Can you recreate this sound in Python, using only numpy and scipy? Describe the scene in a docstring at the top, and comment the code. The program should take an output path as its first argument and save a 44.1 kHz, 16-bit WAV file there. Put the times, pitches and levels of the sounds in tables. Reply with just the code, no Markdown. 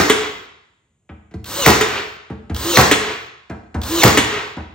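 """The end of one staple shot, the piston's clack and the motor running out; then three more full cycles.
Each cycle: the nose knocks on a wooden strip over plywood on a hollow bench (struck modes, coloured bursts),
the trigger clicks, a geared motor winds up (noise, gear resonances, hum), the driver whistles and slams home
(noise cracks, diving snaps, bench modes), the piston clacks back, the motor runs out and coasts.
The workshop answers with sparse reflections over a quiet hush; a close microphone pair overloads on the shots."""
import sys
import numpy as np
from scipy import signal
from scipy.fft import rfft, irfft, next_fast_len
from scipy.io import wavfile
from scipy.ndimage import uniform_filter1d

SR = 44100
rng = np.random.default_rng(int(sys.argv[2]) if len(sys.argv) > 2 else 0)


def digitize_waveform(pressure):
    """Quantize a signal to 16-bit integers and store it at the path in sys.argv[1].

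    Rows of a 2-D input are taken as channels; values are limited to [-1, 1].
    """
    field = np.atleast_2d(pressure).T
    bounded = np.clip(field, -1, 1)
    quanta = np.round(bounded * 32767).astype(np.int16)
    wavfile.write(sys.argv[1], SR, quanta)


N = 209122
LEAD = SR // 10  # samples computed ahead of time zero, then cut off
M = N + LEAD

# All levels are relative gains ahead of the mix. Spectra are per Hz, interpolated over log frequency.

# Driver seats the staple: (time [s], strength [dB], bench thump re strength [dB], low boom [dB],
# first touch re strength [dB], low whistle [dB], high whistle [dB])
SHOTS = [(-.045, 0.02, -5.5, -14, -7.5, -20, -14.5), (1.6617, 1.86, -2, -10.5, -10, -25.5, -25),
         (2.771, 1.56, -4.5, -9.5, -11, -26, -11), (4.037, 0.36, -0.5, -6, 2.5, -16, -14.5)]
# Nose bounces on the strip: (time after shot [s], level re strength [dB])
REBOUNDS = [(.014, -5), (0.022, -11.5), (0.04, -4.5)]
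# Driver crack: (frequency [Hz], level [dB])
CRACK_SPECTRUM = [(300, -0.5), (2000, -7.0), (6500, -1.5), (11000, -4.5), (15000, -0.5)]
# Wood and tool rattle after the shot: (frequency [Hz], level [dB])
SHOT_SPECTRUM = [(45, -30), (75, -2.5), (240, -3.5), (345, 2), (663, -9.5), (745, -4), (940, -8),
                 (1130, -4.5), (1430, -7), (1890, -15), (3090, -21), (6670, -23.5), (11100, -37),
                 (13700, -32), (15800, -34.5)]
# Its decay: (frequency [Hz], t60 [s])
SHOT_T60 = [(60, 0.25), (300, 0.2), (1500, 0.26), (5000, 0.49), (14000, 0.84)]
# Low boom of the shot: (frequency [Hz], level [dB]), then (frequency [Hz], t60 [s])
BOOM_SPECTRUM = [(70, -20.5), (110, -0.5), (190, -4.5), (260, -14), (400, -32)]
BOOM_T60 = [(100, 0.21), (250, .3)]
# Bench modes: (frequency [Hz], level [dB], t60 [s])
BENCH_MODES = [(60, -10, 0.82), (78.8, 5, 0.31), (109.5, -9, 0.62), (121.4, -5.5, 0.22), (186.9, 1.5, 0.16),
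               (210.4, -9, 0.54), (231.5, -2, 0.18), (314.6, -7.5, 0.24), (329.8, -9.5, 0.2),
               (443.2, -12.5, 0.33), (500, -4.5, 0.018), (725, -14, .07), (770, -16, 0.07),
               (1370, -18, 0.047), (2000, -15.5, 0.033)]

# Motor compresses the air spring: (start [s], release [s], full whirr [dB], full hum [dB], hum full at [s])
WINDUPS = [(1.452, 1.662, -18, -35.5, 1.57), (2.552, 2.771, -16.5, -25.5, 2.655),
           (3.822, 4.032, -17, -21.5, 3.915)]
# Gear speed dips, recovers and sags under the rising pressure; the hum climbs, then sags:
# (time before release [s], speed [0-1], mean hum frequency [Hz])
STROKE = [(0, .82, 291), (0.018, .87, 319), (.04, .94, 336), (.065, 1, 345), (0.113, 0.93, 328.7),
          (0.141, 0.92, 275), (.21, 1, 198.7)]
# Whirr under load: (frequency [Hz], level [dB])
LOADED_SPECTRUM = [(200, -10), (400, -6), (775, -12), (1050, -5.5), (1800, -11.5), (2600, -17.5),
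                   (4000, -8.5), (4750, -12.5), (6600, -14), (9500, -6.5), (11000, -39.5), (12500, -8),
                   (15800, -12)]
# Gear whine: (frequency at full speed [Hz], width [Hz], level [dB])
MESH = [(570, 15.4, -7.5), (1080, 330, -13.5), (3120, 170, -6), (4144, 140, -7.5), (6880, 400, -3)]

# Piston hits its stop: (time [s], strength [dB], housing ring re strength [dB])
CLACKS = [(.098, -2.5, 3.5), (1.810, -7, 0.5), (2.913, -0.5, -6), (4.173, -1, -3.5)]
# Clack noise: (frequency [Hz], level [dB]), then (frequency [Hz], t60 before the grip damping [s])
CLACK_SPECTRUM = [(59, -28), (100, -24), (295, -5), (431, -14.5), (687, -24), (1410, -14.5), (2070, -14),
                  (2560, -16.5), (3510, -16), (4830, -27.5), (6780, -18), (10300, -17.5), (11300, -57),
                  (12300, -14), (15800, -17)]
CLACK_T60 = [(300, 0.15), (3000, 0.27), (14000, 0.019)]
# Housing modes: (frequency [Hz], level [dB], t60 before the grip damping [s])
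HOUSING_MODES = [(423.3, 1.5, 0.37), (427.5, 2, 0.33), (774, -9.5, 0.2), (1934, -2, 0.14),
                 (2040, -8.5, 0.25), (2180, -15, 0.091), (2590, -26.5, 0.11), (2860, -7.5, 0.13),
                 (3360, -11, 0.096)]

# Motor draws the piston back: (start [s], power cut [s], whirr [dB], coasting fade [dB per s])
RETURNS = [(0, .26, -26.5, 276), (1.701, 1.987, -23, 215), (2.811, 3.113, -26, 134),
           (4.071, 4.375, -24.5, 117)]
# Whirr running free: (frequency [Hz], level [dB])
FREE_SPECTRUM = [(60, -45), (100, -9.5), (254, -11), (415, 1), (593, -9), (1070, -3.5), (2610, -5),
                 (7200, -23), (9300, -25), (11000, -59.5), (12800, -36), (15800, -35.5)]

# Nose set down or lifted, strip knocked on the bench: (time [s], blow [dB], weight behind it [dB],
# plywood rattle [dB], steel nose tick [dB], scrape [dB])
KNOCKS = [(1.091, -35, -2, -38, -42.5, -61), (1.310, -44.5, -21, -52.5, -54, -56),
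          (1.338, -27, 0.5, -43, -50, -44), (2.299, -24.5, -6.5, -30, -43.5, -48),
          (2.496, -23, 4, -30, -39, -41), (3.496, -26.5, -4, -25, -38.5, -40.5),
          (3.743, -22, 3, -22, -39.5, -35), (4.566, -27.5, -1.5, -26.5, -57, -45)]
# Plywood rattle: (frequency [Hz], level [dB]), then (frequency [Hz], t60 [s])
PLYWOOD_SPECTRUM = [(100, -21.5), (250, -4.5), (431, -4.5), (600, -5), (780, 0), (1150, -6.5), (1600, -6),
                    (2200, -22), (5000, -58)]
PLYWOOD_T60 = [(200, 0.31), (1000, 0.16)]
# Nose tick: (frequency [Hz], level [dB]), then (frequency [Hz], t60 [s])
NOSE_SPECTRUM = [(600, -29.5), (1300, -3.5), (2200, 1.5), (3300, -7.5), (4500, -29), (9000, -48.5)]
NOSE_T60 = [(1000, 0.13), (4000, 0.13)]
# Scrape: (frequency [Hz], level [dB]), then (frequency [Hz], t60 [s])
SCRAPE_SPECTRUM = [(2000, -13), (4000, -0.5), (7000, -4), (9500, -6.5), (15800, -22)]
SCRAPE_T60 = [(3000, 0.068), (9000, 0.057)]

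# Trigger switch, then gears taking up play: (time [s], switch [dB], take-up [dB])
CLICKS = [(1.4422, -19, -22), (2.5448, -14, -11), (3.8152, -15.5, -13)]
# Both clicks: (frequency [Hz], level [dB]), then (frequency [Hz], t60 [s])
CLICK_SPECTRUM = [(300, -26.5), (1200, -7.5), (2200, -14.0), (3500, -1), (5200, -4.5), (6800, -4),
                  (15000, -3.0)]
CLICK_T60 = [(1000, 0.049), (9000, 0.013)]

# Reflection decay: (frequency [Hz], t60 [s])
SHOP_T60 = [(60, 1), (250, 0.59), (1000, 0.79), (3800, 0.78), (7000, 0.6), (11000, 0.27), (15000, 0.21)]
# Left-right likeness of the reflections: (frequency [Hz], likeness [0-1])
SHOP_LIKENESS = [(60, 1), (250, 0.88), (600, 0.11), (2000, 0.055), (8000, 0.81), (14000, 1)]
# Reflection level: (frequency [Hz], level [dB])
SHOP_LEVEL = [(60, -9), (130, -18), (250, -7), (420, -7), (800, -5.5), (2000, -5.5), (6000, -5.5),
              (14000, -4)]
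# Still room: (frequency [Hz], level [dB])
HUSH_SPECTRUM = [(15, -23), (25, -12.5), (81, 5.5), (251, -6.5), (284, -12), (348, -9), (836, -22),
                 (1730, -28), (2720, -24), (5340, -39), (7040, -14), (8390, -21.5), (10000, -25.5),
                 (13000, -43), (22000, -120)]
# Parts of the treble narrow to the centre: (frequency [Hz], side gain [dB])
SIDE_GAIN = [(3000, 0.5), (7000, -3), (9500, -15), (11500, 0.5), (13000, -20)]

TOUCH_S = .0043  # driver meets the staple this long before seating it
SPINUP_DB, SPINUP_S = -17, 0.069  # initial whirr offset, time constant of its exponential recovery
HUM_RISE_DB_PER_S = 340.5  # until the housing is fully loaded
HUM_FADE_DB, HUM_FADE_S = -10, .04  # hum thins out just before the release
PICKUP_DB, PICKUP_S = -6, 0.28  # run-out whirr swells linearly in dB as the motor picks up speed
COAST_S = .12
DRONE_HZ, DRONE_WIDTH_HZ, DRONE_RE_WHIRR_DB = 420, 25, -10  # housing drone
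TREBLE_EXTRA_FADE_DB_PER_S = 500  # whirr above 10 kHz gets an extra fade after the cut
TAKEUP_S = 0.018
SHOP_TURN_HZ = 2.3
HUSH_DB, HUSH_SIDE_RATIO = -66.5, 0.14
EDGE_HZ = 15900


def amp(db):
    """Turn dB into an amplitude factor."""
    return 10 ** (np.asarray(db) / 20)


def unit(x):
    """Scale to rms 1."""
    return x / np.sqrt(np.mean(x ** 2) + 1e-20)


def read(points, hz):
    """Interpolate a table over log frequency."""
    f, value = np.transpose(points)
    return np.interp(np.log(hz + 1), np.log(f + 1), value)


def add(mix, start_s, sound):
    """Add a sound to the mix at a time, cut at the end."""
    part = mix[round(start_s * SR) + LEAD:][:len(sound)]
    part += sound[:len(part)]


def noise(spectrum, size):
    """Noise of rms 1 with the given colour."""
    bins = rfft(rng.standard_normal(size))
    gain = amp(read(spectrum, np.fft.rfftfreq(size, 1 / SR)))
    return unit(irfft(bins * gain, size))


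def burst(spectrum, t60, rise_s):
    """Coloured noise with a linear rise, each band dying at its own speed."""
    hz, t, bins = signal.stft(noise(spectrum, SR // 2), SR, nperseg=256, noverlap=192)
    decay = amp(-60 * t / read(t60, hz)[:, None])
    x = signal.istft(bins * decay, SR, nperseg=256, noverlap=192)[1]
    return x * np.minimum(np.arange(len(x)) / SR / rise_s, 1)


def ring(modes, lag_cycles, weight_db=0):
    """Struck body of dying sines: bending waves bring low modes late; weight sets those below 110 Hz."""
    hz, db, t60 = np.transpose(modes)[:, :, None]
    t = np.maximum(np.arange(SR) / SR - lag_cycles / hz, 0)
    hit_db = rng.standard_normal((len(modes), 1))
    level_db = db + hit_db + weight_db * (hz < 110) - 60 * t / t60
    onset = 1 - np.exp(-t * hz / 0.36)
    return (amp(level_db) * np.sin(2 * np.pi * hz * t) * onset).sum(0)


def resonate(x, hz, width_hz):
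    """Resonance of peak gain near 1 that follows the curve hz: shift to 0 Hz, low-pass, shift back."""
    turn = np.exp(2j * np.pi * np.cumsum(hz) / SR)
    r = np.exp(-np.pi * width_hz / SR)
    return 2 * (turn * signal.lfilter([1 - r], [1, -r], x / turn)).real


def snap(top_hz, low_hz, fall_s):
    """Blow through a plate: the treble of the bending wave arrives first, so the pitch dives."""
    t = np.arange(SR // 20) / SR
    hz = low_hz + (top_hz - low_hz) * np.exp(-(t / fall_s) ** 3)
    return np.sin(2 * np.pi * np.cumsum(hz) / SR) * np.exp(-t / 0.0082)


def shot(mix, s, db, thump_db, boom_db, touch_db, low_db, high_db):
    """The released driver whistles down its channel, cracks into the wood and bounces; strip and bench shake."""
    t = np.arange(0, .018, 1 / SR)
    for hz, whistle_db, before_s, length_s in ((2166, low_db, .019, .013), (4260, high_db, .015, .008)):
        tone = unit(resonate(rng.standard_normal(len(t)), hz + 0 * t, 50))
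        swell = np.sin(np.pi * np.minimum(t / length_s, 1)) ** .5
        add(mix, s - before_s, amp(whistle_db) * tone * swell)

    crack_shape = np.exp(-(t / 0.0046) ** 4) * np.minimum(t / 0.0023, 1)
    for after_s, blow_db in [(-TOUCH_S, touch_db), (0, 3.0)] + list(REBOUNDS):
        add(mix, s + after_s, amp(db + blow_db) * noise(CRACK_SPECTRUM, len(t)) * crack_shape)

    add(mix, s - TOUCH_S, amp(db + touch_db - 5.5) * snap(900, 400, 0.0035))
    add(mix, s, amp(db + 2.0) * snap(2104, 316.4, 0.00392))
    add(mix, s + .004, amp(db - 2.5) * burst(SHOT_SPECTRUM, SHOT_T60, 0.013))
    add(mix, s + .004, amp(boom_db) * burst(BOOM_SPECTRUM, BOOM_T60, 0.0091))
    add(mix, s, amp(db - 8 + thump_db) * ring(BENCH_MODES, 1.3, -9.0))


def windup(start, end, full_db, hum_full_db, loaded_s):
    """Brush and gear noise, gear whine that follows the speed, and a hum of the loaded housing."""
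    t = np.arange(start, end, 1 / SR)
    to_release = end - t
    whirr_db = full_db + SPINUP_DB * np.exp(-(t - start) / SPINUP_S)
    hum_db = hum_full_db - HUM_RISE_DB_PER_S * np.maximum(loaded_s - t, 0)
    hum_db += HUM_FADE_DB * np.maximum(1 - to_release / HUM_FADE_S, 0)

    before_s, *curves = np.transpose(STROKE)
    speed, hum_hz = (np.interp(to_release, before_s, c) for c in curves)
    mesh = sum(amp(db) * unit(resonate(rng.standard_normal(len(t)), hz * speed, width_hz))
               for hz, width_hz, db in MESH)
    strain = amp(-14.0 * to_release / 0.12)  # whine stands out as the load grows
    whirr = noise(LOADED_SPECTRUM, len(t)) + amp(2.0) * strain * mesh

    waver = 1 + 0.015 * unit(uniform_filter1d(rng.standard_normal(len(t)), 300))
    hum = np.sqrt(2) * np.sin(2 * np.pi * np.cumsum(hum_hz * waver) / SR)
    sound = amp(whirr_db) * whirr + amp(hum_db) * hum
    return start, sound * signal.windows.tukey(len(t), .05)


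def clack(mix, s, db, ring_db):
    """The piston hits its stop; the housing rings until the gripping hand damps it."""
    t = np.arange(SR) / SR
    grip = 0.088 + np.exp(-(t / 0.039) ** 4)
    hit = burst(CLACK_SPECTRUM, CLACK_T60, .0006) * grip[:SR // 2 + 30]  # burst length
    add(mix, s, amp(db - 2.0) * hit)
    add(mix, s, amp(db - 4.0) * snap(2222, 408, 0.002447))
    add(mix, s, amp(db - 16 + ring_db) * ring(HOUSING_MODES, 0.015) * grip)


def runout(start, cut, db, fade_db_per_s):
    """The unloaded motor and gears whirr broadly until the power is cut, then coast out."""
    t = np.arange(start, cut + COAST_S, 1 / SR)
    coasting_s = np.maximum(t - cut, 0)
    pickup_db = PICKUP_DB * np.maximum(1 - (t - start) / PICKUP_S, 0)
    level_db = db + pickup_db - fade_db_per_s * coasting_s

    whirr = noise(FREE_SPECTRUM, len(t))
    treble = signal.sosfiltfilt(signal.butter(4, 10000, "high", fs=SR, output="sos"), whirr)
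    whirr = whirr - treble * (1 - amp(-TREBLE_EXTRA_FADE_DB_PER_S * coasting_s))
    drone = unit(resonate(rng.standard_normal(len(t)), DRONE_HZ + 0 * t, DRONE_WIDTH_HZ))
    sound = amp(level_db) * (whirr + amp(DRONE_RE_WHIRR_DB) * drone)
    return start, sound * signal.windows.tukey(len(t), .05)


def knock(mix, s, db, weight_db, rattle_db, tick_db, scrape_db):
    """The bench booms, the loose plywood rattles, and the nose ticks and scrapes on the wood."""
    add(mix, s, amp(db + 2.0) * ring(BENCH_MODES, 0.97, weight_db))
    add(mix, s, amp(rattle_db) * burst(PLYWOOD_SPECTRUM, PLYWOOD_T60, .012))
    add(mix, s, amp(tick_db) * burst(NOSE_SPECTRUM, NOSE_T60, 0.0017))
    add(mix, s, amp(scrape_db) * burst(SCRAPE_SPECTRUM, SCRAPE_T60, .003))


def click(mix, s, switch_db, takeup_db):
    """The trigger switch snaps, and the gears knock once as they take up their play."""
    for after_s, db in ((0, switch_db), (TAKEUP_S, takeup_db)):
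        add(mix, s + after_s, amp(db) * burst(CLICK_SPECTRUM, CLICK_T60, 0.0027))


def tail(x):
    """Sparse reflections of random sign, each band with its own decay and left-right likeness."""
    taps = np.zeros((2, SR))
    at = np.arange(120, SR - 20, 20) + rng.integers(0, 20, (2, (SR - 121) // 20))
    np.put_along_axis(taps, at, rng.choice([-1., 1.], at.shape), 1)
    taps *= 1 + 0.77 * np.exp(-np.arange(SR) / SR / 0.0041)  # bench top, cupboards, near wall answer first

    hz, t, bins = signal.stft(taps, SR, nperseg=512, noverlap=384)
    same = np.clip(read(SHOP_LIKENESS, hz), 0, 1)[:, None]
    right = same * bins[0] + np.sqrt(1 - same ** 2) * bins[1]
    bins = np.array([bins[0], right]) * amp(-60 * t / read(SHOP_T60, hz)[:, None])
    taps = signal.istft(bins, SR, nperseg=512, noverlap=384)[1]
    wet = signal.istft(bins * amp(read(SHOP_LEVEL, hz)[:, None]), SR, nperseg=512, noverlap=384)[1]
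    # unit energy ahead of the level table
    return signal.fftconvolve(x[None], wet / np.linalg.norm(taps[0]), axes=1)[:, :M]


def shop(x):
    """Three reflection patterns take turns with sinusoidal gains, so no fixed colour stands out."""
    turn = 2 * np.pi * SHOP_TURN_HZ * np.arange(M) / SR
    return sum(tail(x * np.sqrt(2 / 3) * np.cos(turn + k * 2 * np.pi / 3)) for k in range(3))


def still_room():
    """Coloured noise, mostly central, with a weak independent side part."""
    side = HUSH_SIDE_RATIO * np.array([[1], [-1]]) * noise(HUSH_SPECTRUM, M)
    return amp(HUSH_DB) * (noise(HUSH_SPECTRUM, M) + side)


def scene():
    """Sum tool, reflections and hush in stereo; cut the lead."""
    tool = np.zeros(M)
    for play, rows in ((shot, SHOTS), (clack, CLACKS), (knock, KNOCKS), (click, CLICKS)):
        for row in rows:
            play(tool, *row)
    for row in WINDUPS:
        add(tool, *windup(*row))
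    for row in RETURNS:
        add(tool, *runout(*row))
    return (amp(-1.0) * tool + shop(tool) + still_room())[:, LEAD:]


def record(dry):
    """Sound reaches the left port first, the deep bass is cut and the shots clip; then the band limit."""
    size = next_fast_len(N + 4096)
    hz = np.fft.rfftfreq(size, 1 / SR)
    lead = np.exp(1j * np.pi * hz * 46e-6)  # 46 us between the ports, half on each
    left, right = rfft(dry, size) * np.array([lead, 1 / lead])
    mid = (left + right) / 2
    side = (left - right) / 2 * amp(read(SIDE_GAIN, hz))
    x = irfft(np.array([mid + side, mid - side]), size)[:, :N]
    x = signal.sosfilt(signal.butter(3, 52, "high", fs=SR, output="sos"), x)
    x = x / (1 + abs(x) ** 12) ** (1 / 12)  # overload
    x = signal.oaconvolve(x, signal.firwin(511, EDGE_HZ, window=("kaiser", 9), fs=SR)[None], "same")
    return np.clip(x, -1, 1)


dry = scene()
out = record(dry)
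digitize_waveform(out)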